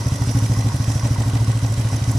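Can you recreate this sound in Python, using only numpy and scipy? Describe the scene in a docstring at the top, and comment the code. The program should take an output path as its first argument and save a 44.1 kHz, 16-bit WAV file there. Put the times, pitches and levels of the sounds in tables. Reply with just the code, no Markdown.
"""An air-cooled twin-cylinder motorcycle idles in a paved yard, about 13 beats a second from the start.
Each beat, two exhaust puffs, some weak, set the silencer booming; strong ones crack, and gas rushes after.
Every two beats the knocks and valve clatter repeat, ringing the crankcase and the cooling fins.
In the first 0.6 s the listener steps back and the echo off the paving closes on the direct sound.
The fins fade near 1.4 s, then return; chain and gears whirr on to the end."""
import sys
import numpy as np
from scipy import signal
from scipy.fft import rfft, irfft, next_fast_len
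from scipy.io import wavfile
from scipy.ndimage import map_coordinates

SR = 44100
rng = np.random.default_rng(int(sys.argv[2]) if len(sys.argv) > 2 else 0)


def int16_out(signal):
    """Quantize to a 16-bit WAV file."""
    q = np.round(np.clip(np.atleast_2d(signal).T, -1, 1) * 32767)
    wavfile.write(sys.argv[1], SR, q.astype(np.int16))


N = 96446
LEAD = SR // 5   # samples of run-in
T = np.arange(-LEAD, N) / SR
FFT_SIZE = next_fast_len(len(T))
BINS_HZ = np.maximum(np.fft.rfftfreq(FFT_SIZE, 1 / SR), 1)

# one beat per crank turn: t/s, first puff strength, gap/s, second puff strength
BEATS = [(-0.0347, 0.83, 0.02, 0.27), (0.043, 0.08, 0.017, 0.61), (0.1188, 0.62, 0.02, 0.31),
         (0.1955, 0.26, 0.018, 0.63), (0.2723, 0.56, 0.0183, 0.46), (0.3487, 0.68, 0.018, 0.6),
         (0.4219, 0.53, 0.018, 0.37), (0.4968, 0.56, 0.017, 0.38), (0.5707, 0.52, 0.018, 0.41),
         (0.6449, 0.46, 0.018, 0.51), (0.7211, 0.26, 0.021, 0.62), (0.7996, 0.61, 0.019, 0.22),
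         (0.878, 0.65, 0.019, 0.58), (0.9541, 0.64, 0.019, 0.15), (1.032, 0.57, 0.018, 0.56),
         (1.1065, 0.68, 0.017, 0.09), (1.1824, 0.6, 0.0186, 0.58), (1.2578, 0.48, 0.018, 0.5),
         (1.3331, 0.55, 0.018, 0.6), (1.4051, 0.46, 0.0175, 0.39), (1.4781, 0.58, 0.0176, 0.44),
         (1.5498, 0.37, 0.018, 0.28), (1.6259, 0.55, 0.018, 0.57), (1.6985, 0.32, 0.019, 0.35),
         (1.7761, 0.49, 0.018, 0.53), (1.8484, 0.43, 0.018, 0.24), (1.9235, 0.44, 0.019, 0.54),
         (1.999, 0.0, 0.017, 0.43), (2.076, 0.51, 0.018, 0.58), (2.1502, 0.56, 0.017, 0.25)]
# silencer resonances: f/Hz, width/Hz, signed gain
SILENCER_MODES = [(85, 22.3, -0.48), (108.46, 6.35, -0.24), (135.5, 21.2, 0.49), (185.4, 12, 0.071),
                  (219.3, 12.1, 0.053), (266.8, 17.2, 0.1156), (293.7, 39, -0.041)]
# swell of the silencer overtones: t/s, gain/dB
OVERTONE_SWELL = [(0, -1), (.25, -0.5), (.45, 2.5), (.65, 2.5), (.82, -3.5), (1.1, -1.5), (2.18, -1)]
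# cracks of strong puffs: t/s, relative level/dB
CRACKS = [(0.219, -23), (0.37, -30.5), (0.516, -23.5), (0.592, -24.5), (0.667, -25.5), (0.745, -29),
          (0.9, -23.5), (1.052, -22), (1.205, -23), (1.354, -22), (1.499, -25), (1.646, -27.5),
          (1.796, -31), (1.927, -24.5)]
# pipe resonances: f/Hz, width/Hz, signed gain
PIPE_MODES = [(385, 41, 0.18), (580, 29, 0.17), (693, 290, 0.84), (785, 37, 0.13), (1110, 280, 0.078),
              (1910, 73, 0.56)]
# gas noise: f/Hz, relative density/dB
RUSH_SPECTRUM = [(40, -19), (70, -22), (150, 3), (200, -1), (275, 3.5), (340, -12.5), (560, -5),
                 (1000, -13), (1400, -18.5), (3000, -34)]
# crankcase knocks: phase/cycle (two turns), relative level/dB
KNOCKS = [(.03, -16), (0.34, -3), (.455, -13), (0.529, -8), (.842, -4.5), (0.96, -6)]
# crankcase resonances: f/Hz, width/Hz, signed gain
CASE_MODES = [(807, 69, 0.22), (946, 48, -0.44), (1102, 37, 0.51), (1232, 17.5, -0.11), (1495, 48, 0.26),
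              (1918, 104, -0.5), (2030, 41, 0.31)]
# valve clatter bursts: phase/cycle, width/cycle, relative level/dB
CLATTER_BURSTS = [(.015, 0.061, -4), (0.138, 0.032, -1), (0.271, 0.02, 2.5), (0.532, 0.1, -5),
                  (0.667, 0.015, -1), (0.777, 0.014, 2.5)]
# edges of the independent clatter bands: f/Hz
CLATTER_EDGES_HZ = [600, 2500, 4600, 6700, 9200, 15000]
# clatter colour: f/Hz, relative density/dB
CLATTER_SPECTRUM = [(700, -39), (1500, -0.5), (2400, 4.5), (4500, -0.5), (6200, -1), (6900, -3), (7800, 5),
                    (9400, -5.5), (10600, -2), (11300, -35.5), (13800, -19)]
# cooling fin resonances: f/Hz, width/Hz, relative level/dB
FIN_MODES = [(1928, 20, -11), (1980, 60, -17), (5080, 33, 2.5), (5755, 74, 8), (6180, 80, -2),
             (6330, 95, -1.5), (7140, 23, -4), (7580, 38, -10.5), (8520, 35, -9.5), (8950, 51, -6.5),
             (9970, 190, -6), (10620, 44, -6.5), (12200, 60, -11)]
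# fin ring at the moving listener: t/s, level/dB
FIN_LEVELS = [(0, -40), (.45, -37.5), (.7, -41), (.92, -38), (1.2, -42), (1.4, -45.5), (2.18, -39)]
# chain and gear noise: f/Hz, relative density/dB
WHIRR_SPECTRUM = [(20, -8), (40, 6), (120, 11.5), (280, 9), (360, 6), (600, 1.5), (1050, -4), (1350, -2),
                  (2000, -11), (2400, -9.5), (4200, -7.5), (6300, -13.5), (8000, -12.5), (10600, -14),
                  (11400, -24.5), (13800, -33)]
# stereo width of the engine noise: f/Hz, left-right correlation
CORRELATION = [(100, 0.96), (300, 0.94), (600, 0.86), (1200, 0), (3000, 0.36), (5700, 0.39), (9000, 0),
               (13000, 0)]
# stereo balance of the engine noise: f/Hz, left minus right/dB
BALANCE = [(100, 2.2), (1200, -1.5), (3000, 0.5), (5700, -4.5), (9000, -5), (13000, -16)]
# echo off the paving: t/s, delay/s
PAVING_DELAYS = [(0, 0.0016), (.6, 0.0012), (1.2, 0.00128), (2.18, 0.0013)]


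def boom(gain_db=0.1, top_hz=1450):
    """Puffs ring the silencer: three deep modes, plus overtones that swell and fade."""
    drive = from_db(gain_db) * smooth(puffs(), 1 / (2 * np.pi * top_hz))
    overtones = from_db(over_time(OVERTONE_SWELL)) * resonate(drive, SILENCER_MODES[3:])
    return resonate(drive, SILENCER_MODES[:3]) + overtones


def puffs(first_db=0):
    """Two exhaust pulses per beat, as clicks."""
    times_s, first, gap_s, second = np.transpose(BEATS)
    return from_db(first_db) * clicks(times_s, first) + clicks(times_s + gap_s, second)


def crack(delay_s=0.00249, gain_db=4.5):
    """Strong puffs steepen into a short crack in the pipe."""
    times_s, levels_db = np.transpose(CRACKS)
    return pipe(clicks(times_s + delay_s, from_db(levels_db + gain_db)))


def pipe(x, band_hz=(410, 970)):
    """Midrange resonance of the exhaust pipe."""
    return resonate(butter(x, 1, band_hz, "band"), PIPE_MODES)


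def rush(rush_db=-36.5, bark_db=-46, rise_s=0.0035, fall_s=0.031):
    """Turbulent gas follows each puff: a dull rush, and a bark in the pipe."""
    flow = unit_rms(smooth(smooth(puffs(first_db=1), rise_s), fall_s))
    bark = unit_rms(pipe(flow * rng.standard_normal(len(T))))
    return from_db(rush_db) * flow * coloured(white_pair(), RUSH_SPECTRUM) + from_db(bark_db) * bark


def knocks(gain_db=-31.5, spread_db=6, jitter_s=0.000703):
    """Knocks at set points of the cycle strike each crankcase mode with random strength."""
    times_s = np.concatenate([cycle_times(phase) for phase, _ in KNOCKS])
    times_s += jitter_s * rng.standard_normal(len(times_s))
    levels_db = gain_db + np.repeat([db for _, db in KNOCKS], len(BEATS) // 2)
    out = 0
    for hz, width_hz, gain in CASE_MODES:
        strengths = from_db(levels_db + spread_db * rng.standard_normal(len(times_s)))
        out += gain * ring(clicks(times_s, strengths), hz, width_hz)
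    return out


def valve_gear(clatter_db=-42, steady_shake_db=2):
    """Rockers and chain rattle; the impacts and a steady shake ring the fins."""
    impacts = sum(rattle(band_hz) for band_hz in zip(CLATTER_EDGES_HZ, CLATTER_EDGES_HZ[1:]))
    shaking = impacts + from_db(steady_shake_db) * white_pair()
    fins = sum(from_db(db) * unit_rms(ring(shaking, hz, width_hz)) for hz, width_hz, db in FIN_MODES)
    fins = unit_rms(stereo(fins, correlation=0.58, balance_db=-4)) * from_db(over_time(FIN_LEVELS))
    return from_db(clatter_db) * coloured(impacts, CLATTER_SPECTRUM) + fins


def rattle(band_hz, impacts_per_s=5000, burst_spread_db=5.5, impact_spread_db=2.2):
    """Tiny impacts in one band, swelling in uneven bursts at set points of the cycle."""
    cycle_s = 2 * np.mean(np.diff(np.array(BEATS)[:, 0]))
    power = 1e-9
    for phase, width, db in CLATTER_BURSTS:
        times_s = cycle_times(phase)
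        peaks = from_db(db + burst_spread_db * rng.uniform(-0.82, 1, len(times_s)))
        bell = np.exp(-0.5 * (np.arange(-LEAD, LEAD) / (SR * width * cycle_s)) ** 2)
        power += signal.fftconvolve(clicks(times_s, peaks ** 2), bell, "same")
    sizes = from_db(impact_spread_db * np.minimum(rng.exponential(1, len(T)), 4))
    impacts = white_pair() * sizes * (rng.random(len(T)) < impacts_per_s / SR)
    bursts = unit_rms(impacts * np.sqrt(np.abs(power)))
    return butter(bursts, 3, band_hz, "band")


def whirr(whirr_db=-34, drone_db=-43.5, flutter_db=0.5):
    """Chain and gears run on with slight flutter and keep the crankcase droning."""
    flutter = from_db(flutter_db * unit_rms(smooth(rng.standard_normal(len(T)), lag_s=0.0029)))
    drone = unit_rms(stereo(resonate(white_pair(), CASE_MODES), correlation=0.39, balance_db=-5))
    gears = coloured(white_pair(), WHIRR_SPECTRUM)
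    return flutter * (from_db(whirr_db) * gears + from_db(drone_db) * drone)


def paving(x, echo_db=-16.5):
    """Direct sound plus ground echo; the delay shifts as the listener steps back."""
    read_at = (T - over_time(PAVING_DELAYS)) * SR + LEAD
    echo = np.array([map_coordinates(side, [read_at], order=3) for side in x])
    return x + from_db(echo_db) * echo


def yard(x, gain_db=-1, decay_s=0.019, band_hz=(404, 4000)):
    """Short scatter off paving, wall and parked vehicles, different at each ear."""
    t = np.arange(LEAD) / SR
    scatter = rng.standard_normal((2, LEAD)) * np.exp(-t / decay_s)
    scatter /= np.sqrt(np.sum(scatter ** 2, axis=1, keepdims=True))
    midrange = butter(x, 2, band_hz, "band")
    return from_db(gain_db) * signal.fftconvolve(midrange[None], scatter, axes=1)[:, :len(T)]


def cycle_times(phase):
    """Times/s at which the engine passes one phase of its two-turn cycle."""
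    starts_s = np.array(BEATS)[:, 0]
    starts_s = np.append(starts_s, 2 * starts_s[-1] - starts_s[-2])
    turns = np.arange(0, len(BEATS), 2) + 2 * phase
    return np.interp(turns, np.arange(len(starts_s)), starts_s)


def clicks(times_s, sizes):
    """Impulses, each split between its two nearest samples."""
    at = np.clip(times_s * SR + LEAD, 0, len(T))
    out = np.zeros(len(T) + 2)
    np.add.at(out, at.astype(int), sizes * (1 - at % 1))
    np.add.at(out, at.astype(int) + 1, sizes * (at % 1))
    return out[:len(T)]


def ring(x, hz, width_hz):
    """One mode: a unit click starts a decaying unit cosine."""
    r, c = np.exp(-np.pi * width_hz / SR), np.cos(2 * np.pi * hz / SR)
    return signal.lfilter([1, -r * c], [1, -2 * r * c, r * r], x + 1e-18)


def resonate(x, modes):
    """Modes in parallel."""
    return sum(gain * ring(x, hz, width_hz) for hz, width_hz, gain in modes)


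def stereo(pair, correlation, balance_db):
    """Mix two independent signals to left and right."""
    mid, side = np.sqrt(1 + correlation) * pair[0], np.sqrt(1 - correlation) * pair[1]
    return np.array([(mid + side) * from_db(balance_db / 2), (mid - side) * from_db(-balance_db / 2)])


def coloured(pair, spectrum):
    """Give a noise pair a spectrum and the engine's stereo image; rms 1."""
    bins = stereo(rfft(pair, FFT_SIZE), over_frequency(CORRELATION), over_frequency(BALANCE))
    bins *= from_db(over_frequency(spectrum))
    return unit_rms(irfft(bins, FFT_SIZE)[:, :len(T)])


def over_frequency(table):
    """Interpolate on log frequency."""
    hz, values = np.transpose(table)
    return np.interp(np.log(BINS_HZ), np.log(hz), values)


def over_time(table):
    """Interpolate at each sample."""
    return np.interp(T, *np.transpose(table))


def smooth(x, lag_s):
    """One-pole low-pass."""
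    r = np.exp(-1 / (lag_s * SR))
    return signal.lfilter([1 - r], [1, -r], x + 1e-18)


def butter(x, order, hz, kind):
    """Causal, maximally flat filter."""
    return signal.sosfilt(signal.butter(order, hz, kind, fs=SR, output="sos"), x)


def white_pair():
    """Two independent white noises."""
    return rng.standard_normal((2, len(T)))


def unit_rms(x):
    """Scale to rms 1."""
    return x / np.sqrt(np.mean(x ** 2) + 1e-20)


def from_db(db):
    """Decibels to gain."""
    return 10 ** (np.asarray(db) / 20)


def scene():
    """Exhaust and mechanism in the yard; boom, cracks and knocks slightly right."""
    hits = crack() + knocks()
    direct = (boom() + hits) * from_db([[-0.2], [0.2]])
    mix = direct + yard(hits) + rush() + paving(valve_gear() + whirr())
    return mix[:, LEAD:]


def record(dry, low_hz=16, top_hz=14100):
    """Gentle sub-bass cut, steep top cut."""
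    lean = butter(dry, 1, low_hz, "high")
    return signal.sosfilt(signal.ellip(10, 0.2, 80, top_hz, fs=SR, output="sos"), lean)


dry = scene()
out = record(dry)
int16_out(out)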